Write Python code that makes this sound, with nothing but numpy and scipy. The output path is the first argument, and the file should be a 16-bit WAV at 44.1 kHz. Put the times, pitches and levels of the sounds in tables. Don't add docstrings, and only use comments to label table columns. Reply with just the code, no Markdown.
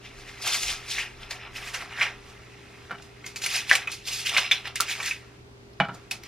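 import sys
import numpy as np
from scipy import signal
from scipy.io import wavfile
from scipy.ndimage import uniform_filter1d

SR = 44100
rng = np.random.default_rng(int(sys.argv[2]) if len(sys.argv) > 2 else 0)


def store_wav(level_fs):
    pcm = np.round(np.clip(np.atleast_2d(level_fs), -1, 1) * 32767)
    wavfile.write(sys.argv[1], SR, pcm.T.astype(np.int16))


N = 276674

# (frequency [Hz], level [dB], t60 [s])
TRAY_MODES = [(736, -6.5, 0.013), (850, -8.5, 0.011), (1152, -0.5, 0.0075), (1348, -5.5, 0.015),
              (1607, -0.5, 0.012), (1807, -3, 0.013), (1967, -5, 0.017), (2144, -5.5, 0.017),
              (2323, -7, 0.019), (2535, -2.5, 0.015), (2796, 0, 0.01), (3166, -4.5, 0.014),
              (3540, 0.5, 0.01), (4007, 2, 0.0088), (5114, -2.5, 0.025), (5690, -6.5, 0.039),
              (6850, -12.5, 0.0071), (8000, -23, 0.011)]
SPLINTER_HZ = np.geomspace(3300, 14500, 26)


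def amp(db):
    return 10 ** (np.asarray(db) / 20)


def power(db):
    return amp(2 * db)


def unit_rms(x):
    return x / np.sqrt(np.mean(x ** 2) + 1e-20)


def unit_peak(x):
    return x / abs(x).max()


def curve_at(points, hz):
    knots_hz, values = np.transpose(points)
    return np.interp(np.log(hz + 1), np.log(knots_hz + 1), values)


def add(mix, start_s, sound):
    part = mix[round(start_s * SR):][:len(sound)]
    part += sound[:len(part)]


def damped_mode(hz, db, t60, rise_s=0.00042):
    t = np.arange(8192) / SR
    return amp(db - 60 * t / t60) * np.sin(2 * np.pi * hz * t) * (1 - np.exp(-t / rise_s))


def coupling(hz, centre_hz, octaves):
    return 1 / (1 + (np.log2(hz / centre_hz) / octaves) ** 2)


def rattle(noise, db, t60):
    slips = noise ** 3 * amp(-60 * np.arange(len(noise)) / SR / max(t60, 0.004))
    return np.r_[1, np.zeros(40), amp(db) * slips / np.linalg.norm(slips)]


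def room_tone():
    # (frequency [Hz], relative density [dB])
    spectrum = [(15, -17.5), (30, -45), (70, -2.5), (125, -9.5), (220, -9.5), (420, -8.5), (520, -15),
                (800, -17), (2500, -23), (5000, -27.5), (10000, -39.5), (14000, -45.5), (16000, -58)]
    # (frequency [Hz], correlation [-1 to 1])
    correlation = [(60, 1), (180, 0.7), (550, 0.19), (1650, -0.44), (4970, -0.19), (15000, -0.08)]
    hz = np.fft.rfftfreq(2048, 1 / SR)[:, None]
    shape = (2, len(hz), N // 512 + 5)
    left, independent = rng.standard_normal(shape) + 1j * rng.standard_normal(shape)
    alike = curve_at(correlation, hz)
    right = alike * left + np.sqrt(1 - alike ** 2) * independent
    spectra = np.array([left, right]) * amp(curve_at(spectrum, hz))
    return amp(-51.5) * unit_rms(signal.istft(spectra, nperseg=2048, noverlap=1536)[1][:, :N])


def fridge():
    # (frequency [Hz], rms level [dB])
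    tones = [(62, -64.5), (120, -55.5), (400.5, -58)]
    t = np.arange(N) / SR
    wavers = uniform_filter1d(uniform_filter1d(rng.standard_normal((len(tones), N)), 5000), 5000)
    return sum(np.sqrt(2) * amp(db + 0.58 * unit_rms(waver)) * np.sin(2 * np.pi * hz * t)
               for (hz, db), waver in zip(tones, wavers))


def steps():
    # (time [s], level [dB])
    footfalls = [(.14, -50), (.4, -68), (.68, -46.5), (.95, -57), (1.2, -50), (1.55, -52), (1.81, -61),
                 (2.2, -54.5), (3.04, -63), (4.0, -59), (5.47, -68)]
    rise_s, fall_s, murmur_db = 0.043, 0.14, -68
    t = np.arange(N) / SR
    boards = signal.sosfilt(signal.butter(3, [22, 55], "band", fs=SR, output="sos"), rng.standard_normal(N))
    swells = sum(power(db) * np.exp(-((t - s) / np.where(t < s, rise_s, fall_s)) ** 2)
                 for s, db in footfalls)
    return unit_rms(boards) * np.sqrt(power(murmur_db) + swells)


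def kitchen(source):
    # (frequency [Hz], t60 [s])
    decay = [(300, 0.17), (800, 0.14), (2100, 0.14), (5500, 0.14), (12000, 0.085)]
    echoes = np.zeros((2, SR // 2))
    slots = np.arange(160, SR // 2 - 20, 20)
    arrivals = slots + rng.integers(0, 20, (2, len(slots)))
    np.put_along_axis(echoes, arrivals, rng.choice([-1., 1.], arrivals.shape), 1)
    hz, t, spectra = signal.stft(echoes, SR, nperseg=256)
    spectra = spectra * amp(-60 * t / curve_at(decay, hz)[:, None])
    width = np.clip(hz / 9000, 0, np.pi / 4)[:, None]
    mid, side = np.cos(width) * spectra[0], np.sin(width) * spectra[1]
    tail = signal.istft(np.array([mid + side, mid - side]), SR, nperseg=256)[1]
    return signal.fftconvolve(source[None], tail / np.linalg.norm(tail[0]), axes=1)[:, :N]


def ports(source):
    # (time [s], direction [-1 left, 1 right])
    path = [(0, -1.1), (.9, -0.97), (1.3, -1.1), (1.8, 0.84), (2.4, 0.92), (3.2, 0.79), (6.27, 0.98)]
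    # (frequency [Hz], phase [rad])
    lag = [(100, 0), (2000, .15), (3700, .35), (6800, 1.6), (11000, 2.8), (16000, 3.3)]
    hz, t, spectra = signal.stft(source, SR, nperseg=128)
    direction = np.interp(t, *np.transpose(path))
    scattered = direction + 0.5 * rng.standard_normal(spectra.shape)
    steer = amp(0.4 * direction) * np.exp(0.5j * curve_at(lag, hz)[:, None] * scattered)
    return signal.istft(np.array([spectra / steer, spectra * steer]), SR, nperseg=128)[1][:, :N]


def ice_splinters():
    # (frequency [Hz], relative level [dB])
    strength = [(3300, -9), (4200, -8.5), (5300, -7.5), (6700, -4), (7600, -8.5), (10000, -6),
                (12000, -8.5), (14500, -20)]
    cycles = rng.uniform(10, 34, len(SPLINTER_HZ))
    return np.array([damped_mode(hz, curve_at(strength, hz), 2 * n / hz, 0.0001)[:1024] * np.sqrt(hz / n)
                     for hz, n in zip(SPLINTER_HZ, cycles)])


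def cup(splinters):
    # (time [s], relative level [dB], ring centre [Hz], thud offset [dB], rattle re blow [dB])
    touches = [(2.897, -30, 1340, -30, -6), (2.9088, -18, 1450, -29, -10), (2.913, -21, 1450, -25, 2.5),
               (2.923, -29, 1500, -15, 5), (2.944, -30, 1510, -34, 3), (2.999, -35, 1320, -15, -5),
               (5.801, -2, 1570, -26, -3), (5.807, -9, 940, -19, -7), (5.8117, -24, 673, -8.5, -29),
               (5.835, -21, 1500, -30, 2), (5.847, -25, 1380, -28, 9.5), (5.886, -24.5, 1330, -14, 7),
               (5.918, -32.5, 1390, -7, 1)]
    # (frequency [Hz], level [dB], t60 [s])
    cup_modes = [(708, 5, 0.061), (754, -10, 0.039), (815, 6, 0.051), (930, -4.5, 0.032), (960, 0, 0.023),
                 (1186, -4.5, 0.018), (1400, 6, 0.014), (1497, 6.5, 0.0087), (1696, 12, 0.0048),
                 (2280, 0, 0.022), (2295, -2, 0.026), (2960, 1.5, 0.044), (3260, -6, 0.035)]
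    # (frequency [Hz], level [dB], t60 [s])
    counter_modes = [(144, 0, 0.092), (177, 0, 0.064), (260, -5, 0.07)]
    rings = np.array([damped_mode(*mode, rise_s=0.0013) for mode in cup_modes])
    thud = unit_peak(sum(damped_mode(*mode, rise_s=0.0059) for mode in counter_modes))
    ice = unit_peak(coupling(SPLINTER_HZ, 3570, 0.14) @ splinters)
    out = np.zeros(N)
    for s, db, centre_hz, thud_db, rattle_db in touches:
        weights = coupling(np.array(cup_modes)[:, 0], centre_hz, 0.4) * rng.normal(1, 0.25, len(rings))
        blows = rattle(rng.standard_normal(6000), rattle_db, t60=0.07)
        add(out, s, amp(db - 5.5) * signal.oaconvolve(blows, unit_peak(weights @ rings)))
        add(out, s, amp(db - 16) * signal.oaconvolve(blows, ice))
        add(out, s, amp(db + thud_db + 3) * thud)
    return out


def flexing():
    # (peak time [s], build-up [s], strain level [dB], chips re strain [dB],
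    # dull low modes re strain [dB], ring centre [Hz])
    twists = [(.056, 0.052, -40.5, -9.5, -14, 2530), (.202, 0.1, -47.5, -0.5, -7, 2450),
              (0.287, 0.043, -40.5, -4.5, -16, 2170), (0.421, 0.0087, -40.5, 9, -21, 2600),
              (.47, 0.049, -24.5, -1, -8, 2760), (.543, 0.095, -25.5, 2.5, -11.5, 2930),
              (.63, 0.14, -36, 7.5, -23, 2870), (0.704, 0.14, -28, 1, -10, 2920),
              (0.915, 0.049, -31, 3.5, -19, 3120), (0.999, 0.14, -26, -8, -17, 2420),
              (1.23, 0.091, -43, -7.5, -4, 2830), (1.312, 0.019, -33, -3.5, -7.5, 2360),
              (1.46, 0.31, -39.5, -24, -4.5, 2290), (1.565, 0.033, -33.5, -5.5, -13, 2370),
              (1.62, 0.12, -36.5, -17, -10.5, 2240), (1.68, 0.11, -35.5, -3.5, -7, 2260),
              (1.744, 0.018, -28, -3, -8, 2130), (1.82, 0.068, -36, -7.5, -3.5, 1980),
              (1.92, 0.064, -38, -13.5, -6.5, 2180), (2.024, 0.075, -21, -13.5, -8.5, 2070),
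              (2.3, 0.13, -49.5, -3.5, -1, 2470), (3.046, 0.075, -59, 4.5, 3, 2670),
              (3.268, 0.027, -42.5, 2.5, -9.5, 2500), (3.364, 0.0057, -40.5, 6.5, -8, 2570),
              (3.42, 0.0088, -37.5, 6, -9.5, 2400), (3.441, 0.016, -32.5, 5.5, -8.5, 2470),
              (3.5, 0.077, -39, 3, -26, 2630), (3.561, 0.11, -23, -2, -14.5, 2570),
              (3.701, 0.036, -24, -5.5, -16, 2530), (3.729, 0.023, -22.5, -1.5, -6.5, 2290),
              (3.82, .1, -35.5, -14.5, -12, 2150), (3.877, 0.013, -34, -25, -6, 2460),
              (3.924, 0.036, -35.5, 2.5, -34, 2640), (4.079, 0.028, -30.5, 2.5, -12.5, 2870),
              (4.136, 0.059, -31.5, 3.5, -19, 2760), (4.2, 0.11, -35, 3.5, -13, 3000),
              (4.264, 0.02, -22.5, -4, -41, 2760), (4.349, 0.075, -24.5, -7.5, -8.5, 2660),
              (4.373, 0.012, -18.5, -5, -7.5, 2720), (4.455, 0.41, -29, -14, -27, 2900),
              (4.522, 0.017, -21, -11.5, -19.5, 3020), (4.657, 0.024, -31.5, -13, -7.5, 2520),
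              (4.759, 0.0077, -30, -3, -22, 2560), (4.812, 0.011, -28.5, -16, -9, 2550),
              (4.906, 0.057, -25.5, -3, -15.5, 2470), (5.0, 0.05, -39, -13, 2.5, 2260),
              (5.08, 0.14, -27.5, -2, -24, 2320), (5.115, .01, -36.5, -18, -31, 2360),
              (5.943, 0.022, -55, 4.5, 9, 2130), (6.115, 0.0094, -35.5, 2, -4, 2590),
              (6.26, 0.053, -44, -3.5, -10, 2620)]
    # (time [s], level [dB])
    handling = [(0, -56), (.38, -46), (.83, -45), (1.15, -52), (1.5, -62), (2.2, -53), (2.85, -51.5),
                (3.14, -56.5), (3.3, -51.5), (4.03, -77), (4.6, -43.5), (4.72, -67), (5.2, -53.5),
                (5.35, -58.5), (5.5, -80.5), (5.8, -66.5), (6.0, -55.5), (6.27, -69)]
    climb_db, rustle_hz = 20, 2240
    t = np.arange(0, N / SR, 0.002)
    peak_s, build_s, db, chips_db, dull_db, centre_hz = np.array(twists).T[:, :, None]
    rustle = power(np.interp(t, *np.transpose(handling)))
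    rising_db = db + climb_db * np.minimum(t - peak_s, 0) / build_s
    haste = 1 + 0.46 / (1 + (build_s / 0.017) ** 2)
    release = haste * np.maximum(t - peak_s, 0)
    tray, chips, dull = (power(rising_db - fall_rate * release) for fall_rate in (216, 236, 166))
    tray_power = tray.sum(0) + rustle
    chips_power = (chips * power(chips_db)).sum(0) + rustle * power(-7.5)
    dull_power = (dull * power(dull_db)).sum(0) + rustle * power(-4.5)
    ring_hz = ((tray * centre_hz).sum(0) + rustle * rustle_hz) / tray_power
    levels_db = 10 * np.log10([tray_power, chips_power, dull_power])
    return [np.interp(np.arange(N) / SR, t, track) for track in (*levels_db, ring_hz)]


def slip_trains(rows, per_s, spread_db):
    when, size, sign = rng.random((3, rows, int(per_s * N / SR)))
    impulses = amp(-spread_db * np.log(size + 0.18)) * np.sign(sign - 0.5)
    trains = np.zeros((rows, N))
    np.put_along_axis(trains, (when * N).astype(int), impulses, 1)
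    return unit_rms(trains)


def crackle(splinters):
    tray_db, chips_db, dull_db, ring_hz = flexing()
    tray = np.array([damped_mode(*mode)[:4096] for mode in TRAY_MODES])
    groups = [(tray[:4], np.ones((4, 1)), dull_db - 4, 200, 3.5),
              (tray[4:], coupling(np.array(TRAY_MODES)[4:, :1], ring_hz, 0.56), tray_db - 3, 180, 4),
              (splinters, 1.43 + coupling(SPLINTER_HZ[:, None], 4910, 0.22), chips_db - 2.5, 400, 3)]
    out = np.zeros(N)
    for rings, share, db, per_s, spread_db in groups:
        share = share / np.sqrt(np.sum(rings ** 2, 1) @ share ** 2)
        slips = slip_trains(len(rings), per_s, spread_db) * share * amp(db)
        out += signal.oaconvolve(slips, rings, axes=1).sum(0)[:N]
    return out


def fractures():
    # (time [s], relative level [dB])
    breaks = [(.4813, -25), (1.307, -35), (2.915, -35), (4.514, -41), (4.807, 1.5), (5.805, -30),
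              (5.8857, -45), (6.1114, -22)]
    # (frequency [Hz], relative density [dB])
    spectrum = [(600, -41), (2500, -5), (5000, -0.5), (9000, -1), (14000, -8), (17000, -10)]
    log_gain = np.log(amp(curve_at(spectrum, abs(np.fft.fftfreq(2048, 1 / SR)))))
    pulse = np.fft.ifft(np.exp(np.conj(signal.hilbert(log_gain)))).real[:1024]
    out = np.zeros(N)
    for s, db in breaks:
        add(out, s, amp(db + 5) * unit_peak(pulse))
    return out


def snaps(splinters):
    # (time [s], relative level [dB], ring centre [Hz], chips offset [dB], breadth [octaves])
    releases = [(.4149, -34, 4900, -19, .14), (0.4645, -34, 2800, -6, 0.21),
                (0.4736, -25.5, 3080, 4.5, 0.15), (.5237, -32, 4310, -14, .25),
                (0.533, -20, 3700, -13, 0.35), (.632, -18, 2360, -6, 0.33),
                (0.6955, -21.5, 3070, -23, 0.21), (0.984, -13, 2240, -17, 0.13),
                (1.2311, -33, 3300, -29, 0.15), (1.3088, -24.5, 2280, -6, .25),
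                (1.5593, -29, 2480, -25, 0.16), (1.7383, -36, 1530, -18, .21),
                (1.9999, -21, 2120, -37, 0.18), (2.0117, -8.5, 2190, -40, 0.087),
                (2.0263, -10.5, 2380, -22, 0.45), (2.9816, -37, 2300, -27, 0.36),
                (3.0223, -41.5, 2820, -6.5, 0.37), (3.242, -30, 2250, -34, 0.27),
                (3.263, -28, 2450, -7, 0.36), (3.3598, -23.5, 2340, -7.5, 0.14),
                (3.4178, -27, 2410, -10, 0.18), (3.4397, -18, 2820, -24, 0.17),
                (3.4619, -15, 2450, -8.5, 0.38), (3.5034, -25, 3300, -10, 0.22),
                (3.6952, -11.5, 2760, -16, 0.11), (3.704, -19, 2500, -15, 0.2),
                (3.713, 4.5, 2033, -42, 0.23), (3.7166, -6.5, 1840, -21, .14), (3.7531, -9, 2480, -7, 0.3),
                (3.8737, -18.5, 2470, -20, 0.11), (3.917, -36, 5190, 1.5, 0.24),
                (4.0537, -33, 3620, -16, .22), (4.2587, -31, 2360, -27, 0.26),
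                (4.2926, -13.5, 2870, -11, 0.23), (4.366, -5, 2230, -35, 0.042),
                (4.3803, -12, 2600, -25, 0.72), (4.4458, -19.5, 2320, -29.5, 0.065),
                (4.5128, -5, 2270, -17.5, 0.15), (4.5161, -6.5, 3520, -27, 0.074),
                (4.6545, -21, 2290, -39, 0.44), (4.672, -26.5, 2480, -13, 0.45),
                (4.7566, -22.5, 2220, -4, .22), (4.802, -13.5, 1360, -12, 0.1),
                (4.8933, -20, 2460, -27, .2), (5.002, -19, 2270, -31.5, .15),
                (5.029, -23.5, 2020, -9, 0.22), (5.0603, -22, 2420, -7, .15),
                (5.1107, -12, 2390, -36.5, 0.095), (5.7314, -52, 4470, -11, 0.16),
                (5.9452, -42, 7350, -5, 0.086), (6.112, -18, 2500, -7, 0.16),
                (6.234, -36.5, 2360, -5.5, .25)]
    rings = np.array([damped_mode(*mode, rise_s=0.00089)[:4096] for mode in TRAY_MODES])
    out = np.zeros(N)
    for s, db, centre_hz, chips_db, octaves in releases:
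        weights = coupling(np.array(TRAY_MODES)[:, 0], centre_hz, octaves) * rng.normal(1, 0.3, len(rings))
        shards = unit_peak(rng.standard_normal(len(splinters)) @ splinters)
        t60 = 0.036 * amp(0.37 * (db + 18.5))
        rattle_db = -0.5 - 0.1749 * (db + 22)
        noise = rng.standard_normal(5000)
        blows = rattle(noise, rattle_db, t60)
        crumbs = rattle(noise, rattle_db + 7, t60)
        add(out, s, amp(db - 2.5) * signal.oaconvolve(blows, unit_peak(weights @ rings)))
        add(out, s, amp(db + chips_db + 5) * signal.oaconvolve(crumbs, shards))
    return out


def scene():
    splinters = ice_splinters()
    ice = cup(splinters) + crackle(splinters) + fractures() + snaps(splinters)
    return room_tone() + fridge() + steps() + amp(-10) * kitchen(ice) + ports(ice)


def record(dry):
    ceiling, edge_hz = 0.96, 15900
    saturated = dry / (1 + (dry / ceiling) ** 6) ** (1 / 6)
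    lowpass = signal.firwin(511, edge_hz, window=("kaiser", 9), fs=SR)
    return signal.oaconvolve(saturated, lowpass[None], "same")


dry = scene()
out = record(dry)
store_wav(out)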